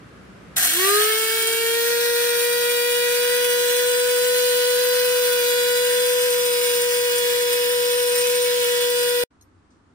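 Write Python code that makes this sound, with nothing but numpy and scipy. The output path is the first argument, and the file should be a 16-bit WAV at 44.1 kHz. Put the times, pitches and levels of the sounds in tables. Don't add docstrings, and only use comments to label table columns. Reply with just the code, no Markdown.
import sys
import numpy as np
from scipy import signal
from scipy.fft import rfft, irfft, next_fast_len
from scipy.io import wavfile
from scipy.ndimage import uniform_filter1d

SR = 44100
rng = np.random.default_rng(int(sys.argv[2]) if len(sys.argv) > 2 else 0)


def waveform_to_disk(signal):
    frames = np.transpose(np.atleast_2d(signal))
    scaled = np.clip(frames, -1, 1) * 32767
    samples = np.round(scaled).astype(np.int16)
    wavfile.write(sys.argv[1], SR, samples)


N = 438354
T = np.arange(N) / SR

# (time [s], shaft speed [turns/s])
SHAFT_SPEED = [(.72, 318.7), (.8, 368), (.88, 398), (.96, 415.6), (1.04, 427.8), (1.2, 441.5), (1.98, 474),
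               (2.6, 480.6), (3.38, 487.3), (3.66, 487.5), (4.4, 494.3), (4.62, 491.2), (5.12, 495.2),
               (5.42, 487.1), (6.18, 493), (6.5, 487), (7.24, 484.8), (8.4, 490.2), (8.66, 486),
               (9.16, 487.2)]
START_S, START_HZ = .64, 240


def shaft():
    speed_hz = np.interp(T, *np.transpose([(START_S, START_HZ), *SHAFT_SPEED]))
    turns = 2 * np.pi * np.cumsum(speed_hz + 1.196 * wobble(35)) / SR
    return speed_hz, turns


# (shaft speed [turns/s], level [dB])
UNBALANCE_ANSWER = [(240, -52), (317, -45), (356, -29), (391, -24), (418, -20.5), (433, -25.5),
                    (449, -29.5), (460, -24.5), (474, -22.5), (482, -23), (492, -20.5)]
# (shaft speed [turns/s], left lead [rad])
THIRD_ORDER_LEAD = [(450, .5), (490, 0.36)]
# (level off resonance [dB], change when tilted [dB], left-right [dB],
# left lead slow [rad], left lead fast [rad], turn of the lead when tilted [rad])
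SHAFT_ORDERS = [(-47.5, .5, 3, 2.5, 1.2, 0), (-43, -15, -2, -0.2, 1.6, 0), (-43, -7, 0, 2.6, 1.3, -5.5),
                (-46, -6, -8, 2, 2.7, 0), (-45, -5, -7, 1.9, 1.2, -.8), (-43, -13, 1.5, -1.1, .3, -5),
                (-43, -4, 0.5, .3, 0, -4.3), (-45.5, -5, -6, 4.8, 2.7, -2.4), (-58, 15, -4.5, 1, 3, -2.7),
                (-48, 0, -2.5, 4.6, .9, 1)]
THIRD_DB, THIRD_TILTED_DB, THIRD_TILTED_RAD = -40, -8, -4.2
SHAKE_HZ, SHAKE_POWER = 361, 44
SLOW_HZ, FAST_HZ = 430, 485
NINTH_SHARE = 0.18


def motor(turns, speed_hz):
    side = np.array([[.5], [-.5]])
    tipped = tilt()
    grid_hz = np.arange(200, 520, .25)
    force_db = -10 * np.log10(1 + (SHAKE_HZ / grid_hz) ** SHAKE_POWER)

    def lift_db(order, share):
        return np.interp(speed_hz, grid_hz, force_db + share * housing_db(order * grid_hz))

    def tone(order, db, lean_db, lead):
        return np.sqrt(2) * amp(db + side * lean_db) * np.sin(order * turns + side * lead)

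    whine = tone(1, along(UNBALANCE_ANSWER, speed_hz) + 0.17 * wobble(30), 2.3, .93)
    third_db = THIRD_DB + lift_db(order=3, share=0.95) + THIRD_TILTED_DB * tipped + 1.6 * wobble(25)
    whine += tone(3, third_db, 2.5, along(THIRD_ORDER_LEAD, speed_hz) + THIRD_TILTED_RAD * tipped)
    for order, row in zip([2, *range(4, 13)], SHAFT_ORDERS):
        db, tilted_db, lean_db, *leads, tilted_rad = row
        lead = np.interp(speed_hz, [SLOW_HZ, FAST_HZ], leads) + tilted_rad * tipped
        loose = min(order / 4, 1) ** 2
        level_db = db + lift_db(order, NINTH_SHARE if order == 9 else 1) + tilted_db * tipped
        level_db += loose * (0.8 * wobble(3) + 2.5 * wobble(40))
        lean_db = lean_db + loose * 2 * wobble(2)
        whine += tone(order, level_db, lean_db, lead + loose * .4 * wobble(2))
    return whine


# (frequency [Hz], width [Hz], lift [dB])
HOUSING_MODES = [(956, 275, 6.5), (1215, 108, 21.5), (1483, 124, 9), (1653, 120, 15), (1900, 105, 16),
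                 (2235, 130, 13), (2405, 50, 10.5), (2755, 70, 12), (2905, 40, 11), (3025, 222, 9.5),
                 (3200, 90, 9.5), (3405, 76, 9), (3860, 240, 11.5), (4170, 140, 17), (4900, 200, 8.5)]


def housing_db(hz):
    return 10 * np.log10(1 + sum(amp(db) ** 2 / (1 + (2 * (hz - c) / w) ** 4) for c, w, db in HOUSING_MODES))


# (time [s], share of full tilt [0-1])
HAND_TILT = [(5.7, 0.4), (6.7, 0.89), (8.5, 0.87), (9.1, 0.59)]


def tilt():
    return np.clip(np.interp(T, *np.transpose(HAND_TILT)), 0, 1)


# (time [s], level [dB])
GRIT_LEVEL = [(.56, -57), (.566, -25), (.573, -27), (1.05, -27), (1.65, -30.5), (5, -30), (9.24, -31.5)]
# (frequency [Hz], width [Hz], upright [dB], tilted [dB], left-right [dB])
CUP_MODES = [(5900, 90, -10, -11, 2), (7383, 50, -11, -8, 3), (8813, 32, -8.5, 2, 1),
             (9805, 30, -9, -13, 4), (10013, 20, -2, -3, 7), (10949, 28, -10, -8, -5),
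             (11432, 28, -8, -10, -6), (11918, 32, -7, -6, -2), (15387, 40, -4, -5, 0)]
# (frequency [Hz], width [Hz], upright [dB], tilted [dB], left-right [dB])
BLADE_MODES = [(1230, 24, -5.5, -11, -1), (1545, 30, -2, -1, -3), (1818, 10, -4.5, 8, -4),
               (2223, 18, -4, 2.5, -9.5), (2568, 14, -8, 9.5, 2.5), (3090, 130, -7.5, -7.5, -2.5),
               (5012, 37, -12, -1, 1)]


def grinding(turns):
    surge = amp(0.21 * wobble(9.0) + 0.69 * wobble(35))
    strikes = patchy(ports(grains(1500, spread_db=2.0)), depth_db=1.5)
    cup = unit(ring_tipping(strikes, CUP_MODES))
    sweep = 1 + .7 * np.cos(turns)
    blade = unit(ring_tipping(strikes, BLADE_MODES) * sweep)
    mix = amp(5.0) * powder_swirl(turns) + amp(-0.5) * cup + amp(-6.5) * blade
    grit_db, = curves(GRIT_LEVEL)
    return amp(grit_db) * surge * mix


# (frequency [Hz], relative density [dB per Hz])
POWDER_COLOUR = [(150, -43), (300, -24.5), (520, -10.5), (740, -38), (870, -36), (1380, -10), (1600, 1),
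                 (2200, -7.5), (3300, -3), (4100, -0.5), (5000, -7.5), (7300, -7.5), (10500, -8.5),
                 (12800, -6), (14400, -4.5), (15500, -12.5)]
# (frequency [Hz], change [dB])
TIPPED_COLOUR = [(1100, 5.5), (1550, -4), (2500, 3.5), (4000, -2), (5100, 3), (6500, -0.5)]


def powder_swirl(turns):
    powder = filtered(grains(14000, spread_db=1),
                      lambda hz: amp(along(POWDER_COLOUR, hz) + dips_db(hz, tilted=0)))
    swirl = unit(patchy(ports(powder), depth_db=4)) * (1 + .03 * np.cos(turns))

    def recolour(hz):
        return amp(along(TIPPED_COLOUR, hz) + dips_db(hz, tilted=1) - dips_db(hz, tilted=0))

    tipped = tilt()
    return (1 - tipped) * swirl + tipped * filtered(swirl, recolour)


# (frequency [Hz], width [Hz], change upright [dB], change tilted [dB])
SWIRL_DIPS = [(2040, 120, -6.5, -8), (4580, 70, -2, -13), (5650, 100, -7.5, -5), (6100, 110, -6.5, 1),
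              (7000, 90, -7.5, 0.5)]


def dips_db(hz, tilted):
    return sum(dbs[tilted] * np.exp(-((hz - c) / w) ** 2) for c, w, *dbs in SWIRL_DIPS)


# (time [s], level [dB])
SEED_LEVEL = [(.56, -44), (.563, -34), (.57, -18.5), (.75, -23), (.95, -23), (1.1, -35), (4, -43),
              (9.24, -46)]
# (frequency [Hz], relative density [dB per Hz])
TUMBLE_COLOUR = [(200, -18.5), (431, -50), (732, 4), (863, -21), (1550, 2), (1950, 3.5), (2320, -21.5),
                 (2980, -4), (4480, -14), (5900, -1.5), (6940, -3.5), (9100, -0.5), (13000, 1), (15300, -9)]
# (time [s], starting level [dB])
SEED_HEAPS = [(.579, -27), (.626, -23), (.647, -17.5), (0.735, -22)]
CLACK_T60 = 0.08


def tumbling_seeds():
    seeds = grains(3500, spread_db=1.1) * amp(2.5 * wobble(39))
    tumble = patchy(ports(filtered(seeds, lambda hz: amp(along(TUMBLE_COLOUR, hz)))), depth_db=2.5)
    seeds_db, = curves(SEED_LEVEL)
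    gain, t = amp(seeds_db), T[:SR // 10]
    for s, db in SEED_HEAPS:
        gain[round(s * SR):][:len(t)] += amp(db - 60 * t / CLACK_T60)
    return gain * unit(tumble + amp(-7.5) * modes(tumble, CUP_MODES, tilted=0))


# (time [s], blow level before click and ring gains [dB])
SEED_CRACKS = [(0.9577, -6), (1.0403, -8), (1.472, -6.5), (7.182, -9), (8.2711, -9), (8.286, -12)]


def cracking_seeds():
    return knocks(SEED_CRACKS, CUP_MODES, 0.0092, ring_db=17, click_db=-6.5, top_hz=14100)


# (time [s], blow level before click and ring gains [dB])
NAIL_TAPS = [(9.411, -45), (9.423, -47)]
# (time [s], blow level before click and ring gains [dB])
HAND_RUSTLES = [(.442, -65), (9.705, -62)]
# (frequency [Hz], width [Hz], level [dB], left-right [dB])
OPEN_CUP_MODES = [(4194, 60, -8, 0), (5421, 22, -10, 0), (5970, 70, -6, 0), (6450, 60, -7, 0),
                  (8861, 20, 1, 0), (11430, 18, -3, 0)]


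def hand_on_cup():
    taps = knocks(NAIL_TAPS, OPEN_CUP_MODES, 0.016, ring_db=26.5, click_db=-12, top_hz=12486)
    rustles = knocks(HAND_RUSTLES, OPEN_CUP_MODES, 0.33, ring_db=10, click_db=4.5, top_hz=7900)
    return taps + rustles


def knocks(events, table, burst_s, ring_db, click_db, top_hz):
    blows, t = np.zeros((2, N + 4000)), np.arange(4000) / SR
    for s, db in events:
        burst = amp(db - 60 * t / burst_s) * rng.standard_normal((2, 4000))
        blows[:, round(s * SR):][:, :4000] += burst

    def band(hz):
        return hz ** 2 / (hz ** 2 + 3500 ** 2) / (1 + (hz / top_hz) ** 8)

    blows = ports(filtered(blows[:, :N], band))
    return amp(ring_db) * ring_tipping(blows, table) + amp(click_db) * blows


def ring_tipping(blows, table):
    tipped = tilt()
    return (1 - tipped) * modes(blows, table, tilted=0) + tipped * modes(blows, table, tilted=1)


def modes(blows, table, tilted):
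    side = np.array([[.5], [-.5]])

    def response(f):
        return sum(amp(dbs[-tilted] + side * lean_db) * (1j * f * w / (hz * hz - f * f + 1j * f * w))
                   for hz, w, *dbs, lean_db in table)

    return filtered(blows, response)


# (time [s], level [dB])
ROOM_LEVEL = [(0, -45.5), (.56, -44.5), (.8, -52), (1.2, -55.5), (2, -56.5), (9.237, -54.5)]
# (frequency [Hz], relative density [dB per Hz])
ROOM_COLOUR = [(25, -53.5), (49, -13.5), (130, -5), (470, -11.5), (894, -20.5), (1300, -15), (4000, -31.5),
               (12200, -43), (13000, -85.5)]


def running_room():
    room_db, = curves(ROOM_LEVEL)
    return amp(room_db) * hush(ROOM_COLOUR) + hums(room_db)


# (frequency [Hz], level at the last background level, before wavering [dB])
FAR_HUMS = [(61, -63), (190, -58)]


def hums(room_db):
    def drone(hz):
        waver = amp(3.4 * np.array([wobble(6.5), wobble(13)]))
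        return np.sin(2 * np.pi * hz * T + 1.7 * wobble(5.3)) * waver

    sink_db = 0.79 * (room_db - ROOM_LEVEL[-1][1])
    return sum(amp(db + sink_db) * drone(hz) for hz, db in FAR_HUMS)


# (time [s], level [dB])
QUIET_LEVEL = [(9.298, -102), (9.308, -58), (9.94, -57.5)]
# (frequency [Hz], relative density [dB per Hz])
QUIET_COLOUR = [(30, -33), (95, -12.5), (128, -26.5), (266, -17.5), (564, -33), (1200, -29), (2600, -43.5),
                (9700, -53.5), (11000, -90)]


def quieter_room():
    after_db, = curves(QUIET_LEVEL)
    return amp(after_db) * hush(QUIET_COLOUR)


# (frequency [Hz], left-right likeness [0-1])
ROOM_LIKENESS = [(60, 0.9), (290, 0.78), (640, 0.092), (3000, 0.086)]


def hush(spectrum):
    def turn(hz):
        return np.arccos(np.clip(along(ROOM_LIKENESS, hz), 0, 1)) / 2

    def colour(hz):
        return amp(along(spectrum, hz)) * [np.cos(turn(hz)), np.sin(turn(hz))]

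    mid, side = filtered(rng.standard_normal((2, N)), colour)
    return unit(np.array([mid + side, mid - side]))


# (frequency [Hz], left lead [rad], likeness [0-1])
PORT_LEADS = [(500, .9, .7), (2500, 1.5, .55), (4000, 3.3, .65), (5500, 7, .4), (7000, 9.4, .45),
              (8000, 6.4, .7), (9300, 6.6, .7), (10500, 9.2, .3), (11500, 6.3, .4), (13400, 3.2, .95),
              (14100, 2, .75), (15200, 0, .97)]
# (frequency [Hz], left-right [dB])
PORT_LEAN = [(1400, 2), (2800, -4), (5200, 0), (7000, 2.5), (9000, 0.5), (11500, -0.5)]


def ports(pair):
    side = np.array([[1], [-1]])

    def turn(hz):
        return np.arccos(np.clip(along(PORT_LEADS, hz, axis=2), 0, 1)) / 2

    def place(hz):
        return amp(side * along(PORT_LEAN, hz) / 2) * np.exp(.5j * side * along(PORT_LEADS, hz))

    direct = filtered(pair[0], lambda hz: np.cos(turn(hz)) * place(hz))
    walls = filtered(pair[1], lambda hz: side * np.sin(turn(hz)) * place(hz))
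    return direct + walls


def grains(per_s, spread_db):
    hit = rng.random((2, N)) < per_s / SR
    size = amp(spread_db * rng.exponential(size=(2, N)))
    return unit(hit * rng.standard_normal((2, N)) * size)


def patchy(x, depth_db):
    z = signal.stft(x, nperseg=1024)[2]
    field = uniform_filter1d(rng.standard_normal(z.shape[1:]), size=2, axis=0)
    field = uniform_filter1d(field, size=40, axis=1)
    return signal.istft(z * amp(depth_db * unit(field)), nperseg=1024)[1][:, :N]


def wobble(rate):
    return np.interp(T * rate, np.arange(400), rng.standard_normal(400))


def amp(db):
    return 10 ** (np.asarray(db) / 20)


def unit(x):
    return x / np.sqrt(np.mean(x ** 2) + 1e-20)


def along(points, hz, axis=1):
    rows = np.transpose(points)
    return np.interp(np.log(hz + 1), np.log(rows[0] + 1), rows[axis])


def curves(rows):
    s, *cols = np.transpose(rows)
    return [np.interp(T, s, c, left=-120, right=-120) for c in cols]


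def filtered(x, response):
    m = next_fast_len(N + 8192)
    return irfft(rfft(x, m) * response(np.fft.rfftfreq(m, 1 / SR)), m)[..., :N]


CUT = 9.238


def scene():
    speed_hz, turns = shaft()
    running = motor(turns, speed_hz) * (T > START_S) + grinding(turns) + tumbling_seeds()
    running += cracking_seeds() + running_room()
    late = np.pad(running, ((0, 0), (1200, 0)))[:, :N]
    tail = amp(-27.5) * late * amp(-1300 * np.maximum(T - CUT, 0))
    return np.where(T < CUT, running, tail) + quieter_room() + hand_on_cup()


def record(dry):
    soft = dry / (1 + np.abs(dry / .65) ** 4) ** .25
    return filtered(soft, lambda hz: np.cos(np.pi / 2 * np.clip((hz - 15600) / 200, 0, 1)) ** 2)


dry = scene()
out = record(dry)
waveform_to_disk(out)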